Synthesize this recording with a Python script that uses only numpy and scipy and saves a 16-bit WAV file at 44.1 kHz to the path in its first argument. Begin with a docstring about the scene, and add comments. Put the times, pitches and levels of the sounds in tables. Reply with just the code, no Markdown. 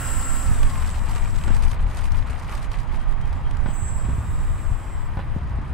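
"""A small electric ducted-fan model jet taxis away outdoors, against a far steady rush, a faint hum and
wind buffeting the microphone. At first the throttle is open: the speed controller whines over the fan's
blade tones and exhaust. From about 0.5 s the wheels crunch and chatter over worn asphalt; at 1.6 s the
whine stops and the jet coasts, its axles squeaking from 3 s. At 3.6 s the whine returns and the fan spins
up again; near 5 s the tailpipe turns to the microphone, the throttle closes and the fan runs down."""
import sys
import numpy as np
from scipy import signal
from scipy.io import wavfile
from scipy.ndimage import uniform_filter1d

SR = 44100
rng = np.random.default_rng(int(sys.argv[2]) if len(sys.argv) > 2 else 0)


def waveform_to_disk(signal):
    """Save audio, clipped to [-1, 1], as 16-bit WAV at the path in sys.argv[1]."""
    frames = np.transpose(np.atleast_2d(signal))
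    scaled = np.clip(frames, -1, 1) * 32767
    samples = np.round(scaled).astype(np.int16)
    wavfile.write(sys.argv[1], SR, samples)


N = 252693
TIME = np.arange(N) / SR
OPPOSED = np.array([[1], [-1]])  # sign of the side signal, left and right
FULL_TURNS_PER_S = 270
SCUFF_S = 0.023  # half-width of a scuff

# Levels in all tables are relative; each source applies its own gain.
# stereo width of airborne noise: f/Hz, side over mid/dB
AIR_WIDTH = [(150, -22), (350, -10.5), (600, -6), (1200, -5), (2400, -10.5), (4400, -3), (6500, -8.5),
             (8200, 3.5), (11000, 2.5), (15000, -4)]
# spectrum of a dull impact: f/Hz, density level/dB
IMPACT_SPECTRUM = [(200, -6), (900, 2.5), (1700, 0), (3000, -5.5), (5000, -25)]
# rough and smooth patches under the wheels: t/s, grit rise/dB, rolling rush rise/dB
SCUFFS = [(.885, 2, -0.5), (1.04, -4, -1), (1.105, 4.5, 2), (1.17, 7.5, 0), (1.32, -4, -4),
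          (1.41, 1.5, -2.5), (1.56, 4, 2.5), (1.64, 8.5, 2), (1.70, 3.5, -1.5), (1.77, -10, -1),
          (1.86, -7, -0.5), (1.979, 8.5, 2), (2.05, 4, 0.5), (2.1, -4, -2.5), (2.16, 6.5, 2),
          (2.25, -7, -0.5), (2.31, 3.5, 0.5), (2.53, 8, 3.5), (2.579, 5.5, 0.5), (2.64, 5, 0.5),
          (2.685, -5, -1.5), (2.8, 5.5, -0.5), (2.85, -4, -1), (2.95, 7, 1.5), (3.15, -10, -1.5),
          (3.42, 1, -1.5)]
# controller's switching rate, settling as the motor restarts: t/s, f/Hz
SWITCHING_RATE = [(1.7, 7683), (3.63, 7790), (3.78, 7735), (3.88, 7700), (4.0, 7683)]


def from_db(db):
    """Amplitude ratio of a level in decibels."""
    return 10 ** (np.asarray(db) / 20)


def unit_rms(x):
    """Normalisation to unit mean power."""
    return x / np.sqrt(np.mean(x ** 2) + 1e-20)


def in_time(rows):
    """Linear interpolation of breakpoints: one curve per column after the time."""
    times, *columns = np.transpose(rows)
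    return [np.interp(TIME, times, column) for column in columns]


def at_hz(points, hz):
    """Interpolation of a spectrum on a logarithmic frequency axis."""
    frequencies, levels = np.transpose(points)
    return np.interp(np.log(hz), np.log(frequencies), levels)


def drift(hz):
    """Random fluctuation of unit rms: noise low-passed by two poles at hz."""
    hop, run_in = 40, 2000
    pole = np.exp(-2 * np.pi * hz * hop / SR)
    noise = rng.standard_normal(N // hop + run_in + 2)
    slow = signal.lfilter([1], [1, -2 * pole, pole * pole], noise)[run_in:]
    return np.interp(np.arange(N) / hop, np.arange(len(slow)), unit_rms(slow))


def swells(times, heights, width_s):
    """Superposition of Gaussian rises around the given times."""
    return sum(height * np.exp(-((TIME - t) / width_s) ** 2) for t, height in zip(times, heights))


def decay(start, t60):
    """Exponential decay from a sudden onset, 60 dB in t60 seconds."""
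    return (TIME >= start) * from_db(-60 * np.clip((TIME - start) / t60, 0, 4))


def resonance(x, hz, width_hz):
    """Response of a second-order resonator with unit peak gain."""
    return signal.lfilter(*signal.iirpeak(hz, hz / width_hz, fs=SR), x)


def panned(x, pan_db):
    """Level difference of left over right, at constant mean gain."""
    gains = from_db(OPPOSED * pan_db / 2)
    return x * gains / gains.mean(axis=0)


def white():
    """Two uncorrelated mid/side pairs of white noise."""
    return rng.standard_normal((2, 2, N))


def coloured(drive, spectrum, width, flicker_db):
    """Spectral shaping in third octaves, each with its own level, flicker and width; mid rms 1."""
    edges = 15.7 * 2 ** (np.arange(31) / 3)
    mid_side = np.zeros((2, N))
    drive = np.concatenate([drive[..., -SR // 10:], drive], axis=-1)  # run-in for the low bands
    for k, (low, high) in enumerate(zip(edges, edges[1:])):
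        hz = np.sqrt(low * high)
        if spectrum[0][0] < high and low < spectrum[-1][0]:
            bandpass = signal.butter(2, [low, high], "band", fs=SR, output="sos")
            band = signal.sosfilt(bandpass, drive[k % 2])[:, -N:]
            gain = from_db(at_hz(spectrum, hz) + flicker_db * drift(21.3))
            mid_side += band * from_db([[0], [at_hz(width, hz)]]) * gain
    mid, side = mid_side / np.std(mid_side[0])
    return mid + OPPOSED * side


def port_tone(phase, side_db):
    """Phase difference: a tone reaches the two microphone ports out of step; mid rms 1."""
    return np.sqrt(2) * (np.sin(phase) + OPPOSED * from_db(side_db) * np.cos(phase))


def far_rush(level_db=-40.0, fade_db_per_s=-0.52):
    """Broadband noise of open air and rolling sinks as the jet recedes and varies with each scuff."""
    # dull rush: f/Hz, density level/dB
    spectrum = [(150, 3), (300, 2.5), (450, 0), (650, 3), (850, 5.5), (1080, 6), (1350, 0), (1900, -2.5),
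                (2600, -9), (3600, -18.5), (6000, -34), (15000, -100)]
    times, _, rises = np.transpose(SCUFFS)
    db = level_db + fade_db_per_s * TIME + swells(times, rises, SCUFF_S)
    return from_db(db) * coloured(white(), spectrum, AIR_WIDTH, flicker_db=1.1)


def hum(hz=232.8, level_db=-48, overtone_db=-7, fade_db_per_s=-3.5):
    """A faint tone and its fourth harmonic fade, wavering by random frequency and amplitude modulation."""
    phase = 2 * np.pi * np.cumsum(hz + 2.0 * drift(6.2)) / SR
    tone = port_tone(phase, side_db=-14) + from_db(overtone_db) * port_tone(4 * phase, side_db=-14)
    return from_db(level_db + fade_db_per_s * TIME + 2 * drift(12.0)) * tone


def wind(rumble_gain_db=-6.5, flutter_gain_db=0.5, flutter_lean=0.18, lumpy_db=1.14, gust_s=0.052):
    """Turbulent pressure at the microphone: a deep rumble, often at one port, under a lumpier flutter."""
    # breeze between gusts: t/s, rumble level/dB, flutter level/dB
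    breeze = [(0, -24.5, -31.5), (1.5, -18, -29), (2.5, -26.5, -32.5), (3.3, -24, -31), (4.1, -23.5, -28),
              (4.9, -24.5, -32.5), (5.73, -28.5, -27)]
    # the breeze strikes one port, then the other: t/s, left over right/dB
    lean = [(0.0, -29), (0.05, -10.5), (0.61, -7.5), (0.67, 4), (1.63, 8), (1.68, 13), (1.85, 0),
            (1.93, 4.5), (2.26, 20), (2.71, -17), (3.5, -7.5), (3.61, -30), (3.72, -17), (4.28, -6),
            (4.71, 9), (5.73, 5.5)]
    # gusts and lulls: t/s, rumble rise/dB, flutter rise/dB
    gusts = [(.15, 11, 1), (.52, 6, 7), (.66, 11, 2), (1.69, 3.5, 3), (1.83, 6.5, 1), (2.18, 4.5, 2.5),
             (2.79, 7, 1), (3.08, 6.5, 1), (3.65, 5.5, -2), (4.13, 2.5, 3), (4.22, -17, 2), (4.52, 10.5, 0),
             (4.7, 10, 2.5)]
    # spectra of the eddies: f/Hz, density level/dB
    rumble_spectrum = [(14, -5.5), (25, 1.5), (45, -12.5), (65, -15.5), (90, -18), (200, -47)]
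    flutter_spectrum = [(45, 3.5), (70, 5), (100, -1), (125, -2), (170, -13.5), (240, -17), (400, -37),
                        (900, -41.5)]
    # stereo width of the eddies: f/Hz, side over mid/dB
    width = [(20, 7.5), (45, -7), (80, -10.5), (200, -6.5)]
    rumble_db, flutter_db = in_time(breeze)
    pan_db, = in_time(lean)
    times, rumble_rises, flutter_rises = np.transpose(gusts)
    rumble_db += rumble_gain_db + swells(times, rumble_rises, gust_s)
    flutter_db += flutter_gain_db + swells(times, flutter_rises, gust_s) + lumpy_db * drift(21.3)
    rumble = from_db(rumble_db) * coloured(white(), rumble_spectrum, width, flicker_db=-1.5)
    flutter = from_db(flutter_db) * coloured(white(), flutter_spectrum, width, flicker_db=1.0)
    return panned(rumble, pan_db) + panned(flutter, flutter_lean * pan_db)


def bumps(rise_s=0.0041, sag_s=0.0038, rattle_t60=0.22):
    """Each buffet at the microphone is a damped low oscillation, sagging in pitch, with a dull rattle."""
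    # buffets: t/s, thump level/dB, starting f/Hz, rattle level/dB
    buffets = [(1.477, -23.5, 384, -38.5), (1.503, -21, 412, -40), (3.658, -21, 320, -39),
               (3.686, -23, 395, -49), (4.049, -23, 288, -44), (4.086, -20, 356, -47),
               (4.182, -15, 165, -60), (5.17, -17.5, 232, -42), (5.196, -31, 305, -45),
               (5.362, -17, 338, -63), (5.588, -17, 214, -62)]
    thumps = 0
    for t, db, hz, _ in buffets:
        age = np.clip(TIME - t, 0, 20 * rise_s)
        envelope = age / rise_s * np.exp(1 - age / rise_s)
        phase = 2 * np.pi * hz * sag_s * np.log1p(age / sag_s)
        thumps += from_db(db) * envelope * np.sin(phase)
    shaking = white() * sum(from_db(db) * decay(t, rattle_t60) for t, _, _, db in buffets)
    return thumps + np.std(shaking) * coloured(shaking, IMPACT_SPECTRUM, AIR_WIDTH, flicker_db=1)


def axle_squeaks(waver_hz=35, half_width_s=.025):
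    """Dry friction: for a few turns of the wheels, each axle sings briefly once a turn."""
    # squeaks: t/s, f/Hz, level/dB
    squeaks = [(3.01, 3180, -57.5), (3.14, 7450, -70), (3.24, 3180, -55.5), (3.375, 7450, -66),
               (3.465, 3180, -55), (3.595, 7400, -67), (3.70, 3180, -59)]
    waver = waver_hz * drift(66)
    tones = 0
    for t, hz, db in squeaks:
        phase = 2 * np.pi * np.cumsum(hz + waver) / SR
        tones += swells([t], [from_db(db)], half_width_s) * port_tone(phase, side_db=-5)
    return tones


def airframe_knocks():
    """Free vibration: rolling over a joint sets the hollow airframe's damped modes ringing."""
    # impacts at the joints: t/s, level/dB
    knocks = [(1.479, -38), (3.66, -37.5), (3.684, -57), (5.172, -38.5), (5.192, -36.5)]
    # airframe modes: f/Hz, level/dB, t60/s
    modes = [(568, 2.5, 0.071), (700, -11, 0.055), (808, 4, 0.055), (870, 3, .07), (990, 1.5, 0.091),
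             (1470, 0, 0.07), (1530, -19, 0.06), (1730, -5, 0.11), (2010, -16, .05)]
    return sum(from_db(db + mode_db) * decay(t, t60) * np.sin(2 * np.pi * hz * (TIME - t))
               for t, db in knocks for hz, mode_db, t60 in modes)


def stones(crack_db=-7, crack_t60=0.026, tock_db=-3, tock_t60=0.036):
    """Impact noise: a larger stone gives a crisp crack and a duller, longer tock from the wheel."""
    # stones struck: t/s, crack level/dB, tock offset/dB
    hits = [(0.6305, -26.5, 0), (0.973, -35, -14), (1.16, -29, 0.5), (1.358, -33, -13), (1.437, -29, -7),
            (1.544, -34, -9), (1.6307, -42, -4), (1.714, -28, -5), (1.8866, -44, 3), (1.934, -45, -1),
            (2.054, -34, 2.5), (2.119, -30, -8), (2.274, -45, 0), (2.302, -36.5, 5), (2.3805, -43, -4),
            (2.396, -35, -6), (2.494, -34, 3), (2.512, -37, -2), (2.5524, -33, -6), (2.577, -32, -14),
            (2.6269, -32, -9), (2.7154, -31, -6), (2.732, -35, -15), (3.1233, -39, -4), (3.2126, -40, -13),
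            (3.275, -41, -6), (3.3282, -36.5, 2), (3.5096, -36, 1), (3.5694, -37, -2)]
    # a stone's crack: f/Hz, density level/dB
    crack_spectrum = [(2500, 9), (5000, 7.5), (8500, 6), (11500, 7), (15700, -25)]
    cracks = sum(from_db(db) * decay(t, crack_t60) for t, db, _ in hits)
    tocks = sum(from_db(db + offset_db) * decay(t, tock_t60) for t, db, offset_db in hits)
    crack_envelope = from_db(crack_db) * uniform_filter1d(cracks, size=140)
    tock_envelope = from_db(tock_db) * uniform_filter1d(tocks, size=100)
    crack_noise = coloured(white(), crack_spectrum, AIR_WIDTH, flicker_db=1)
    tock_noise = coloured(white(), IMPACT_SPECTRUM, AIR_WIDTH, flicker_db=.5)
    return crack_envelope * crack_noise + tock_envelope * tock_noise


def worn_share(from_s=.55, until_s=2.9, edge_s=.25):
    """Surface roughness: 1 on the worn, flaking asphalt, ramping to 0 on the smooth."""
    return np.clip(np.minimum(TIME - from_s, until_s - TIME) / edge_s + .5, 0, 1)


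def gear_chatter(level_db=-49, surge=1.5, ticks_per_s=130, tick_s=.002, size_db=2.5):
    """Random impacts: on worn asphalt the landing gear ticks dully, surging with each scuff."""
    # landing gear's chatter: f/Hz, density level/dB
    spectrum = [(600, 0.5), (1100, 5), (2200, 6), (3200, -4.5)]
    times, _, rises = np.transpose(SCUFFS)
    onsets = rng.random(N) < ticks_per_s / SR
    sizes = from_db(size_db * np.minimum(rng.exponential(1, N), 3))
    shaking = signal.lfilter([1], [1, -np.exp(-1 / (tick_s * SR))], onsets * sizes + 1e-18)
    gain = worn_share() * from_db(level_db + surge * swells(times, rises, SCUFF_S))
    return gain * coloured(white() * shaking, spectrum, AIR_WIDTH, flicker_db=0.5)


def wheel_grit(level_db=-45.5, worn_db=4.5, grains_per_s=400, grain_s=0.0014):
    """Shot noise: hard wheels crush grains of grit, whose energies add to a smooth rolling hiss."""
    # crushed grit: f/Hz, density level/dB
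    spectrum = [(900, 17), (2300, 15), (3600, 11), (5000, 10.5), (8500, 9.5), (11700, 11), (13500, -20),
                (15700, -30)]
    size_db, hiss_energy, clump_db = 2.7, .35, 1.8
    times, rises, _ = np.transpose(SCUFFS)
    surface_db = worn_db * worn_share() + swells(times, rises, SCUFF_S)
    onsets = rng.random(N) < grains_per_s / SR
    sizes = from_db(size_db * np.minimum(rng.exponential(1, N), 4))
    energy = signal.lfilter([1], [1, -np.exp(-2 / (grain_s * SR))], onsets * sizes ** 2 + 1e-18)
    energy = uniform_filter1d(energy, size=60)
    clumping = from_db(clump_db * np.tanh(drift(14)))
    envelope = np.sqrt(np.abs(energy / energy.mean() + hiss_energy)) * clumping
    crunch = coloured(white() * envelope, spectrum, AIR_WIDTH, flicker_db=-1.5)
    return from_db(level_db + surface_db) * crunch


def motor_load(turns_per_s, full_turns_per_s2=150):
    """Load follows angular acceleration: towards 1 as the rotor is driven up, -1 as it slows quickly."""
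    acceleration = np.gradient(uniform_filter1d(turns_per_s, size=4000)) * SR
    return np.tanh(acceleration / full_turns_per_s2)


def exhaust(turns_per_s, level_db=-37, speed_exponent=3):
    """Flow noise leaves the duct and excites its resonances, growing as a power of the rotor speed."""
    # rushing air: f/Hz, density level/dB
    spectrum = [(700, -60), (1400, 16), (2400, 4), (3500, -15), (5500, 0), (7000, 1.5), (8500, 7),
                (11000, 9), (13500, 10), (15700, -12)]
    # duct resonances: f/Hz, bandwidth/Hz, level/dB
    duct_modes = [(1577, 60, -57), (1900, 170, -48.5), (2800, 86, -52)]
    rush = from_db(level_db) * coloured(white(), spectrum, AIR_WIDTH, flicker_db=2.0)
    for hz, width_hz, db in duct_modes:
        mid, side = unit_rms(resonance(rng.standard_normal((2, N)), hz, width_hz))
        rush += from_db(db) * (mid + OPPOSED * side * from_db(at_hz(AIR_WIDTH, hz)))
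    return (turns_per_s / FULL_TURNS_PER_S) ** speed_exponent * rush


def blade_tones(angle, turns_per_s, level_db=-40.5, speed_exponent=3.1, waver_db=3.0, jitter_rad=.2):
    """Rotor harmonics swell as they cross the duct's resonances; uneven inflow roughens them."""
    # five-bladed rotor, strongest at the blade-passing rate: shaft order, level/dB
    harmonics = [(1, -5), (2, -13), (4, -12), (5, 0.5), (10, -10.5), (11, -19), (12, -24), (15, -14.5),
                 (18, -26), (20, -28), (27, -23), (36, -28)]
    # duct's response: f/Hz, gain/dB
    duct = [(200, -1), (850, -1), (930, 3), (1020, 5.5), (1130, 4), (1230, 0), (1350, -3.5), (1800, 2),
            (2030, 11), (2170, 5), (2400, -1), (2700, -4), (3000, 1), (3300, 5), (3750, 3.5), (4000, -9),
            (5200, -1), (5750, 9), (6400, 10), (7000, 2), (7400, -5), (11000, -5)]
    # directivity, as the tailpipe turns to the microphone: t/s, gain/dB
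    beaming = [(4.4, 0), (4.85, 2.5), (5.02, 7), (5.73, 7)]
    load_db = 2.5 * motor_load(turns_per_s)
    tones = 0
    for order, db in harmonics:
        db += load_db * (order > 12)  # only the upper harmonics follow the load
        gain = from_db(db + at_hz(duct, order * turns_per_s) + waver_db * drift(32))
        phase = order * angle + jitter_rad * np.sqrt(order) * drift(30) + rng.uniform(0, 2 * np.pi)
        tones += gain * port_tone(phase, side_db=-25)
    beam_db, = in_time(beaming)
    return from_db(level_db + beam_db) * (turns_per_s / FULL_TURNS_PER_S) ** speed_exponent * tones


def casing_chirps(switching_phase, angle, step_db=4.0, waver_db=4.0, smear_rad=1.1):
    """Stator-slot sidebands sweep through the motor casing's resonances; one sum per switching harmonic."""
    # casing resonances: switching harmonic, sideband spacing/shaft orders, sideband count,
    # f/Hz, bandwidth/Hz, level/dB
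    casing_modes = [(1, -9, 4, 6450, 480, -22.5), (1, -9, 1, 7280, 120, -14), (1, 9, 2, 8280, 170, -16),
                    (1, 18, 1, 11400, 700, -24.5), (2, -9, 3, 15250, 400, -23),
                    (2, -12, 1, 14000, 1200, -29)]
    switching_hz, = in_time(SWITCHING_RATE)
    chirps = {1: 0, 2: 0}
    for harmonic, spacing, count, mode_hz, width_hz, db in casing_modes:
        for k in range(1, count + 1):
            sweep = spacing * k * angle
            hz = harmonic * switching_hz + np.gradient(sweep) * SR / (2 * np.pi)
            detuning = (hz - mode_hz) / (width_hz / 2)
            phase = harmonic * switching_phase + sweep + smear_rad * k * drift(90)
            gain = from_db(db + step_db * k + waver_db * drift(60)) / (1 + detuning ** 2) ** (k / 2)
            chirps[harmonic] += gain * port_tone(phase, side_db=1.0)
    return chirps


def controller_whine(angle, turns_per_s, level_db=1.5, waver_db=1.5, load_db=-9):
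    """Modulation: under throttle the windings sing at the switching rate and its octave, with sidebands."""
    # one table per burst of throttle: t/s, level/dB, left over right/dB, octave lift/dB
    bursts = [
        [(0, -42.5, -1, -2), (.2, -39, 2.5, -4), (.43, -41.5, 2, -5), (.51, -49, 2, -9), (1.0, -56.5, 1, -6),
         (1.6, -55.5, 3, 6)],
        [(3.63, -67, -2, 9), (3.76, -47, -4, 7), (3.87, -44.5, -3, 0), (4.2, -58.5, 2, -3),
         (4.29, -57.5, -6.5, -3), (5.11, -62, -.5, 6)],
    ]
    # carriers and the rotor's sidebands: switching harmonic, offset/shaft orders, level/dB
    partials = [(1, 0, 0), (1, 1, -10), (1, -1, -14), (1, 2, -24), (1, -2, -22), (1, -3, -25), (1, 5, -26),
                (2, 0, -22), (2, -1, -26), (2, 1, -28), (2, -2, -32)]
    # sideband strength, greatest at part throttle: rotation f/Hz, level/dB
    sideband_depth = [(20, -24), (150, -8), (188, 3), (245, 4), (270, 0)]
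    stutter_rad, smooth_turns_per_s = .7, 130  # below this speed the restarting motor stutters
    switching_hz, = in_time(SWITCHING_RATE)
    stutter = stutter_rad * np.clip(1 - turns_per_s / smooth_turns_per_s, 0, 1) * drift(120)
    switching_phase = 2 * np.pi * np.cumsum(switching_hz + 3.0 * drift(12)) / SR + stutter
    pull = np.maximum(motor_load(turns_per_s), 0)
    depth = from_db(at_hz(sideband_depth, turns_per_s) + load_db * pull ** 2)
    tones = casing_chirps(switching_phase, angle)
    for harmonic, order, db in partials:
        phase = harmonic * switching_phase + order * angle + rng.uniform(0, 2 * np.pi)
        gain = (depth if order else 1) * from_db(db + waver_db * drift(34))
        tones[harmonic] += gain * port_tone(phase, side_db=4.5)
    whine = 0
    for burst in bursts:
        db, pan_db, octave_db = in_time(burst)
        opens_s, closes_s = burst[0][0], burst[-1][0] - .03
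        throttle = uniform_filter1d(1.0 * (TIME >= opens_s) * (TIME < closes_s), size=400)
        singing = tones[1] + from_db(octave_db) * tones[2]
        whine += panned(singing, pan_db) * throttle * from_db(db + level_db)
    return whine


def scene(start_m=1.84, taxi_m_per_s=1.94):
    """Superposition: one rotor speed drives fan and sidebands; fan and grit fall off as 1/distance."""
    # rotor speed: t/s, rotation f/Hz
    rotor_speed = [(0, 269.8), (.47, 269), (.57, 241), (.7, 217), (1.05, 186), (1.57, 186), (1.8, 120),
                   (3.0, 20), (3.66, 20), (3.9, 176), (4.0, 212), (4.25, 243), (4.45, 252), (4.62, 244),
                   (4.85, 216), (5.08, 195), (5.73, 70)]
    turns_per_s, = in_time(rotor_speed)
    angle = 2 * np.pi * np.cumsum(turns_per_s + .6 * drift(15)) / SR
    spreading = start_m / (start_m + taxi_m_per_s * TIME)
    fan = spreading * (blade_tones(angle, turns_per_s) + exhaust(turns_per_s))
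    whine = controller_whine(angle, turns_per_s)
    rolling = spreading * wheel_grit() + gear_chatter() + stones() + airframe_knocks() + axle_squeaks()
    return whine + fan + rolling + hum() + wind() + bumps() + far_rush()


def record(dry, cutoff_hz=15700):
    """Resonance in the microphone ports ripples the treble; a steep low-pass cuts the top."""
    # port resonances and notches: f/Hz, bandwidth/Hz, gain/dB
    ports = [(4820, 57, 5), (5980, 150, -4), (8520, 410, 6), (10060, 2300, -8), (11300, 500, 1.5),
             (12740, 5600, -12)]
    for hz, width_hz, db in ports:
        dry = dry + (from_db(db) - 1) * resonance(dry, hz, width_hz)
    return signal.sosfilt(signal.ellip(12, .2, 90, cutoff_hz, fs=SR, output="sos"), dry)


dry = scene()
out = record(dry)
waveform_to_disk(out)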